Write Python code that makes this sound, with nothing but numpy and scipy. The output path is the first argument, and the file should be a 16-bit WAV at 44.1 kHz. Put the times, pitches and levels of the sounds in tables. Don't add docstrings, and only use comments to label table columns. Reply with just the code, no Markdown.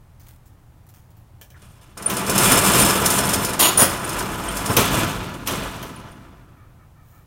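import sys
import numpy as np
from scipy import signal
from scipy.fft import rfft, irfft, next_fast_len
from scipy.io import wavfile

SR = 44100
rng = np.random.default_rng(int(sys.argv[2]) if len(sys.argv) > 2 else 0)


def store_wav(level_fs):
    pcm = np.round(np.clip(np.atleast_2d(level_fs), -1, 1) * 32767)
    wavfile.write(sys.argv[1], SR, pcm.T.astype(np.int16))


N = 320166
TIME_S = np.arange(N) / SR

# (frequency [Hz], relative density [dB])
DRUM_SPECTRUM = [(50, -23.5), (80, -7.5), (115, -1), (160, -3), (215, -3), (280, -7), (370, -13.5),
                 (700, -46)]
CLATTER_SPECTRUM = [(100, -33), (220, -8), (330, -1), (500, -3), (780, -2.5), (1050, 0), (1400, -1.5),
                    (2000, -8.5), (2600, -3.5), (3300, -6), (4500, -13.5), (6200, -12.5), (9000, -36),
                    (16000, -42.5)]
SCRAPE_SPECTRUM = [(500, -30.5), (1500, -12), (2700, -0.5), (4400, -6.5), (6000, -3), (8000, 2), (10000, 0),
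                   (12000, -1), (14000, -2.5), (16000, -12.5)]
SWAY_SPECTRUM = [(18, -14.5), (35, -5), (50, 15), (64, -1.5), (82, 3), (101, 2.5), (125, -12.5),
                 (180, -36.5)]
BIND_SPECTRA = [
    [(120, -28), (330, 5), (520, -8), (900, -1.5), (1900, -7), (3000, -1), (4700, -6), (7000, -2.5),
     (8000, -12), (9500, -1), (13500, 0), (16000, -6)],
    [(120, -17.5), (330, 0.5), (580, 4.5), (850, 0), (1400, 4), (2200, -4.5), (4500, -7), (7800, -3),
     (9500, 4.5), (11200, 0.5), (13000, -3), (16000, -5)],
]
KNOCK_SPECTRUM = [(300, -20), (2000, -13.5), (4300, -6), (5300, -3.5), (7000, 0.5), (9500, -4.5),
                  (12000, -3), (16000, -9)]
BOOM_SPECTRUM = [(25, -25.5), (110, 3.5), (230, 4), (330, -1.5), (460, 5), (600, -3.5), (850, -6.5),
                 (1100, -0.5), (2000, -14.5), (3200, -15), (6000, -33), (16000, -46)]
CRACK_SPECTRUM = [(200, -13.5), (1500, -10.5), (3100, 7), (4400, -6.5), (6000, 5.5), (7500, -7),
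                  (11000, 0.5), (16000, 0.5)]
SCUFF_SPECTRUM = [(200, -0.5), (1800, 0), (5000, -4), (7000, -1), (10000, -3), (13000, 1), (15500, 4)]
AIR_SPECTRUM = [(12, -37), (20, -2.5), (123, -1), (142, -3), (262, -18), (293, -14.5), (410, -22.5),
                (873, -20.5), (1710, -29.5), (2020, -31.5), (4540, -39.5), (16000, -39.5)]
SHED_SPECTRUM = [(100, -22.5), (1500, -6), (5000, -4), (16000, -22)]
# (frequency [Hz], width [Hz], relative level [dB])
SHEET_MODES = [(101.4, 21, -11.5), (197.35, 9.7, 7.5)]
RIB_MODES = [(364, 13, 0), (658.3, 59, 0), (1003, 91, -4), (1164, 18, -9), (1325, 57, -6.5), (1682, 50, -4)]
RAIL_MODES = [(2381, 74, -5.5), (2812, 300, -12), (5269, 130, -1), (9397, 460, 3), (13865, 200, -8)]
HANDLE_MODES = [(567, 205, -3.5), (1696, 61, 2), (2350, 80, -3), (3080, 250, -4), (5500, 120, -8.5),
                (6130, 200, -8.5)]
# (level at full speed [dB], speed exponent, level after a full jerk [dB], t60 [s])
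DRUM_LAW = (-20.5, 1.226, -26.5, 2.5)
CLATTER_LAW = (-18.5, 1.0729, -24.5, 2.0789)
JANGLE_LAW = (-24, 1.5, -27, 1.53)
SCRAPE_LAW = (-17, 1.91, -27, 1.1759)
# (time [s], speed [dB re full])
LIFT_SPEED = [(1.97, -21.5), (2.07, -13.5), (2.11, -7.5), (2.25, -9), (2.38, -3), (2.51, 1), (2.62, -2.5),
              (2.77, 0), (3.03, -4.5), (3.2, -4.5), (3.4, -6.5), (3.571, -10), (3.9, -7.5), (4.0, -12.5),
              (4.15, -9), (4.45, -11), (4.771, -7)]
# (time [s], length [s], speed [dB re full])
REBOUNDS = [(4.894, 0.217, -5.5), (5.597, 0.147, -16.5), (6.019, 0.128, -27.5)]
# (time [s], strength [dB], rise [s])
JERKS = [(1.55, -36, .02), (1.615, -31.5, 0.0068), (1.81, -31.5, 0.0061), (4.766, 2.5, 0.0144),
         (4.92, -4, 0.026), (5.454, -3.5, 0.0332), (5.82, -25, 0.011)]
# (time [s], length [s], shudder [dB], its growth [dB], grind [dB], its growth [dB])
BINDS = [(3.593, 0.0892, -17, -2, -13, -7.5), (3.774, 0.058, -24, 7.5, -17.5, 3.5)]
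# (time [s], strength [dB])
KNOCKS = [(1.618, -38), (1.813, -43), (1.9742, -20), (2.0231, -20.5), (2.1672, -10), (2.2636, -13),
          (2.2954, -5), (2.3783, -0.5), (2.8148, -3), (3.059, 1), (3.101, -3.5), (3.1859, -7),
          (3.2922, -8.5), (3.3358, -5), (3.447, -6), (3.5331, -13), (3.592, -5), (4.0917, -12),
          (4.1887, -11), (4.569, -12.5), (4.659, -11), (5.3395, -27.5)]
# (time [s], boom [dB], boom t60 [s], crack [dB])
BOOMS_AND_CRASHES = [(2.098, -27, 0.173, -18.5), (2.285, -18, 0.247, -40), (2.515, -12.5, 0.141, -30.5),
                     (2.745, -15.5, 0.127, -16.5), (2.955, -15.5, 0.127, -37),
                     (3.016, -11.5, 0.0545, -37.5), (3.817, -5.5, 0.072, -20.5), (4.697, -10, 0.0844, -37),
                     (4.766, -11.5, 0.33, -5.5), (5.472, -25.5, 0.68, -16), (5.826, -29.5, 0.187, -30.5)]
# (time [s], length [s], pitch [Hz], strength [dB])
SQUEAKS = [(1.542, 0.033, 1572, -50), (2.0597, 0.009, 9338, -11), (2.801, 0.0344, 9505, -17.5),
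           (3.419, 0.019, 13640, -32.5), (3.606, 0.05, 8690, -21.5), (3.61, 0.086, 9210, -24),
           (3.629, 0.0665, 6850, -20.5), (3.635, 0.029, 3010, -18.5), (3.773, 0.0081, 9553, -8),
           (3.788, 0.044, 9500, -13), (3.796, 0.011, 6912, -17.5), (4.046, 0.0074, 9390, -25.5),
           (4.479, 0.0265, 3120, -34.5), (4.483, 0.009, 8620, -24.5), (4.66, 0.076, 9350, -37),
           (5.961, 0.0035, 9640, -36.5), (6.116, 0.00376, 9510, -44)]
# (time [s], level [dB])
GRIPS = [(1.4132, -40.5), (1.503, -49)]
# (time [s], relative crunch [dB], crunch t60 [s], snap [dB])
SCUFFS = [(0.198, -37.5, 0.37, -45.5), (0.265, -36, 0.152, -48.5), (0.285, -33.5, 0.24, -38.5),
          (0.362, -44.5, 0.062, -46), (0.457, -40, 0.25, -54), (0.867, -37.5, 0.059, -49.5),
          (0.889, -35.5, 0.13, -52.5), (0.939, -38, 0.38, -52), (1.105, -39.5, 0.093, -50.5),
          (1.169, -43.5, 0.21, -50.5)]
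# (time [s], length [s], level [dB])
RUSTLE = (6.98, 0.284, -58.5)
# (time [s], length [s], level [dB])
BIRD_CALLS = [(6.191, .15, -54), (6.562, 0.147, -53), (6.785, 0.1, -55), (6.951, .14, -56),
              (7.112, 0.154, -54.5)]
# (frequency [Hz], relative level [dB])
BIRD_PARTIALS = [(1272, -3), (1790, -9.5), (2300, -13)]
# (frequency [Hz], level [dB])
DRONE_TONES = [(86, -57), (118, -55.5)]


def curtain():
    flap_hz, flap_db, flap_peak_s = 4.666, 0.5, 2.54
    swell_db = flap_db * np.cos(2 * np.pi * flap_hz * (TIME_S - flap_peak_s))
    lurch = wander(28)
    return curtain_gain(DRUM_LAW, swell_db) * sheet_drum() + rib_clatter(lurch) + edge_scrape(lurch)


def sheet_drum():
    rolled = np.clip((TIME_S - 2.2) / 2.125, 0, 1)
    thuds = impacts(per_s=250, spread_db=-1, t60_s=0.13)
    hanging = colour(thuds, DRUM_SPECTRUM, SHEET_MODES, modes_db=1.5)
    sheet = unit((1 - rolled) * hanging + rolled * colour(thuds, DRUM_SPECTRUM))
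    coil = amp(-16 + 9.12 * rolled) * colour(rng.standard_normal(N), SWAY_SPECTRUM)
    return sheet + coil


def rib_clatter(lurch):
    split_hz = 1820
    hits = impacts(per_s=800, spread_db=-0.5, t60_s=0.0808)
    ribs = unit(colour(hits, CLATTER_SPECTRUM, RIB_MODES) * amp(0.5 * lurch))
    jangle = signal.sosfilt(signal.butter(3, split_hz, "high", fs=SR, output="sos"), ribs)
    clatter = signal.sosfilt(signal.butter(3, split_hz, fs=SR, output="sos"), ribs)
    return curtain_gain(CLATTER_LAW) * unit(clatter) + curtain_gain(JANGLE_LAW) * unit(jangle)


def edge_scrape(lurch):
    ring_db = np.interp(TIME_S, [3.4, 4.7, 4.85], [-5, -7, -17])
    edges = colour(impacts(per_s=1600, spread_db=4.5, t60_s=0.0308), SCRAPE_SPECTRUM)
    scrape = edges + amp(ring_db) * rail_rings()
    return curtain_gain(SCRAPE_LAW) * unit(scrape * amp(1.9 * lurch))


def rail_rings():
    out = np.zeros(N)
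    for hz, width_hz, db in RAIL_MODES:
        phase = 2 * np.pi * hz * TIME_S
        ring = wander(width_hz) * np.cos(phase) + wander(width_hz) * np.sin(phase)
        out += amp(db) * unit(ring * amp(4 * wander(30)))
    return unit(out)


def curtain_gain(law, swell_db=0):
    full_db, exponent, jerk_db, t60_s = law
    energy = (amp(full_db + swell_db) * curtain_speed() ** exponent) ** 2
    for start_s, db, rise_s in JERKS:
        rattle = amp(jerk_db + db) * np.minimum(TIME_S / rise_s, 1) * fade(TIME_S, t60_s)
        add(energy, start_s, rattle ** 2)
    return np.sqrt(energy)


def curtain_speed():
    times_s, db = np.transpose(LIFT_SPEED)
    speed = amp(np.interp(TIME_S, times_s, db)) * (TIME_S > times_s[0]) * (TIME_S < times_s[-1])
    for start_s, length_s, rebound_db in REBOUNDS:
        progress = TIME_S[:int(length_s * SR)] / length_s
        add(speed, start_s, amp(rebound_db) * np.sin(np.pi * progress ** 0.646))
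    return speed


def binds():
    out, t = np.zeros(N), TIME_S[:SR // 2]
    lowpass = signal.butter(4, 4500, fs=SR, output="sos")
    for bind, spectrum in zip(BINDS, BIND_SPECTRA):
        start_s, length_s, shudder_db, shudder_growth_db, grind_db, grind_growth_db = bind
        progress = np.minimum(t / length_s, 1)
        after_s = np.maximum(t - length_s, 0)
        ring = fade(after_s, t60_s=0.25)
        shudder = amp(shudder_db + shudder_growth_db * progress) * ring
        grind_decay = np.maximum(fade(after_s, t60_s=0.194), amp(-6.5) * ring)
        grind = amp(grind_db + grind_growth_db * progress) * grind_decay
        slips = colour(impacts(per_s=1500, spread_db=1.5, t60_s=0.015, size=len(t)), spectrum)
        low = signal.sosfiltfilt(lowpass, slips)
        add(out, start_s, attack(t, 0.0015) * (shudder * unit(low) + grind * unit(slips - low)))
    return out


def knocks():
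    out, t = np.zeros(N), TIME_S[:SR // 3]
    envelope = attack(t, 0.000956) * (fade(t, 0.0698) + amp(-15.5) * fade(t, 0.3))
    for start_s, strength_db in KNOCKS:
        tilt_db_per_octave = 0.13 * strength_db
        spectrum = [(hz, db + tilt_db_per_octave * np.log2(hz / 5000)) for hz, db in KNOCK_SPECTRUM]
        clash = colour(rng.standard_normal(len(t)), spectrum, RAIL_MODES, modes_db=2.5)
        add(out, start_s, amp(strength_db - 11.5) * envelope * clash)
    return out


def booms_and_crashes():
    out, t = np.zeros(N), TIME_S[:SR]
    crack_envelope = attack(t, 0.0015) * (fade(t, 0.0685) + amp(-19) * fade(t, 0.53))
    for start_s, boom_db, boom_t60_s, crack_db in BOOMS_AND_CRASHES:
        crack = crack_envelope * colour(rng.standard_normal(len(t)), CRACK_SPECTRUM)
        boom_envelope = attack(t, 0.005) * fade(t, boom_t60_s)
        boom = boom_envelope * colour(rng.standard_normal(len(t)), BOOM_SPECTRUM)
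        add(out, start_s, amp(crack_db) * crack + amp(boom_db) * boom)
    return out


def squeaks():
    out, t = np.zeros(N), TIME_S[:SR // 4]
    for start_s, length_s, hz, db in SQUEAKS:
        jitter_hz = 9500 / np.sqrt(hz)
        tone = wavering_tone(hz, jitter_hz, rate_hz=450, size=len(t))
        flutter = amp(2 * wander(400, len(t)))
        after_s = np.maximum(t - length_s, 0)
        envelope = attack(t, 0.001) * (0.69 * fade(after_s, 0.015) + 0.099 * fade(after_s, 0.22))
        add(out, start_s, amp(db) * envelope * unit(tone * flutter))
    return out


def grips():
    out, t = np.zeros(N), TIME_S[:SR // 3]
    for start_s, db in GRIPS:
        clack = colour(rng.standard_normal(len(t)), KNOCK_SPECTRUM) * fade(t, 0.017)
        ring = colour(rng.standard_normal(len(t)), SCUFF_SPECTRUM, HANDLE_MODES, modes_db=12.5)
        add(out, start_s, amp(db) * (clack + amp(0.5) * ring * fade(t, 0.192)))
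    return out


def scuffs():
    out, t = np.zeros(N), TIME_S[:SR // 2]
    for start_s, crunch_db, t60_s, snap_db in SCUFFS:
        grains = impacts(per_s=1500, spread_db=2, t60_s=0.0029, size=len(t))
        crunch = colour(grains, SCUFF_SPECTRUM) * fade(t, t60_s)
        snap = colour(rng.standard_normal(len(t)), SCUFF_SPECTRUM) * fade(t, 0.0072)
        add(out, start_s, amp(crunch_db - 12.5) * crunch + amp(snap_db) * snap)
    return out


def sleeve():
    start_s, length_s, db = RUSTLE
    swell = np.sin(np.pi * np.clip((TIME_S - start_s) / length_s, 0, 1) ** 1.28)
    return amp(db) * swell * colour(impacts(per_s=2200, spread_db=-0.5, t60_s=0.005), SCUFF_SPECTRUM)


def bird():
    out = np.zeros(N)
    for start_s, length_s, call_db in BIRD_CALLS:
        t = TIME_S[:int(length_s * SR)]
        swell = np.sin(np.pi * (t / length_s) ** 0.58)
        for hz, db in BIRD_PARTIALS:
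            partial = wavering_tone(hz, jitter_hz=60, rate_hz=143, size=len(t))
            add(out, start_s, amp(call_db + db) * swell * partial)
    return out


def shed_echo(x):
    t = TIME_S[:SR]
    response = colour(rng.standard_normal(SR), SHED_SPECTRUM) * attack(t, 0.004) * fade(t, t60_s=0.79)
    return signal.oaconvolve(x, response / np.linalg.norm(response))[:N]


def air():
    drone = sum(amp(db) * unit(wavering_tone(hz, jitter_hz=4, rate_hz=8)) for hz, db in DRONE_TONES)
    return amp(-50) * colour(rng.standard_normal(N), AIR_SPECTRUM) + drone


def impacts(per_s, spread_db, t60_s, size=N, contacts=4):
    t = TIME_S[:int(t60_s * SR) + 8]
    out = np.zeros(size)
    for _ in range(contacts):
        force = amp(spread_db * np.minimum(rng.exponential(1, size), 3))
        hits = force * (rng.random(size) < per_s / contacts / SR) * rng.choice([-1, 1], size)
        ring = rng.standard_normal(len(t)) * fade(t, t60_s)
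        out += signal.oaconvolve(hits, ring)[:size]
    return unit(out)


def colour(x, spectrum, modes=(), modes_db=0):
    size = next_fast_len(len(x) + 2048)
    bins_hz = np.fft.rfftfreq(size, 1 / SR)
    hz, db = np.transpose(spectrum)
    power = amp(np.interp(np.log(bins_hz + 1), np.log(hz), db)) ** 2
    for centre_hz, width_hz, peak_db in modes:
        power += amp(peak_db + modes_db) ** 2 / (1 + ((bins_hz - centre_hz) / width_hz) ** 2) ** 2
    return unit(irfft(rfft(x, size) * np.sqrt(power), size)[:len(x)])


def wavering_tone(hz, jitter_hz, rate_hz, size=N):
    return np.sin(2 * np.pi * np.cumsum(hz + jitter_hz * wander(rate_hz, size)) / SR)


def wander(rate_hz, size=N):
    bins_hz = np.fft.rfftfreq(size, 1 / SR)
    return unit(irfft(rfft(rng.standard_normal(size)) * np.exp(-(bins_hz / rate_hz) ** 2), size))


def attack(t, tau_s):
    return 1 - np.exp(-t / tau_s)


def fade(t, t60_s):
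    return np.exp(-np.log(1000) * t / t60_s)


def amp(db):
    return 10 ** (np.asarray(db) / 20)


def unit(x):
    return x / np.sqrt(np.mean(x ** 2) + 1e-20)


def add(mix, start_s, sound):
    part = mix[round(start_s * SR):][:len(sound)]
    part += sound[:len(part)]


def scene():
    bursts = binds() + knocks() + booms_and_crashes() + squeaks()
    outside = scuffs() + grips() + sleeve() + bird() + air()
    return (curtain() + bursts + amp(-14) * shed_echo(bursts) + outside)[None]


def record(dry):
    cutoff_hz = 15950
    rounded = dry / (1 + dry ** 6) ** (1 / 6)
    lowpass = signal.firwin(511, cutoff_hz, window=("kaiser", 9), fs=SR)
    return signal.oaconvolve(rounded, lowpass[None], "same")


dry = scene()
out = record(dry)
store_wav(out)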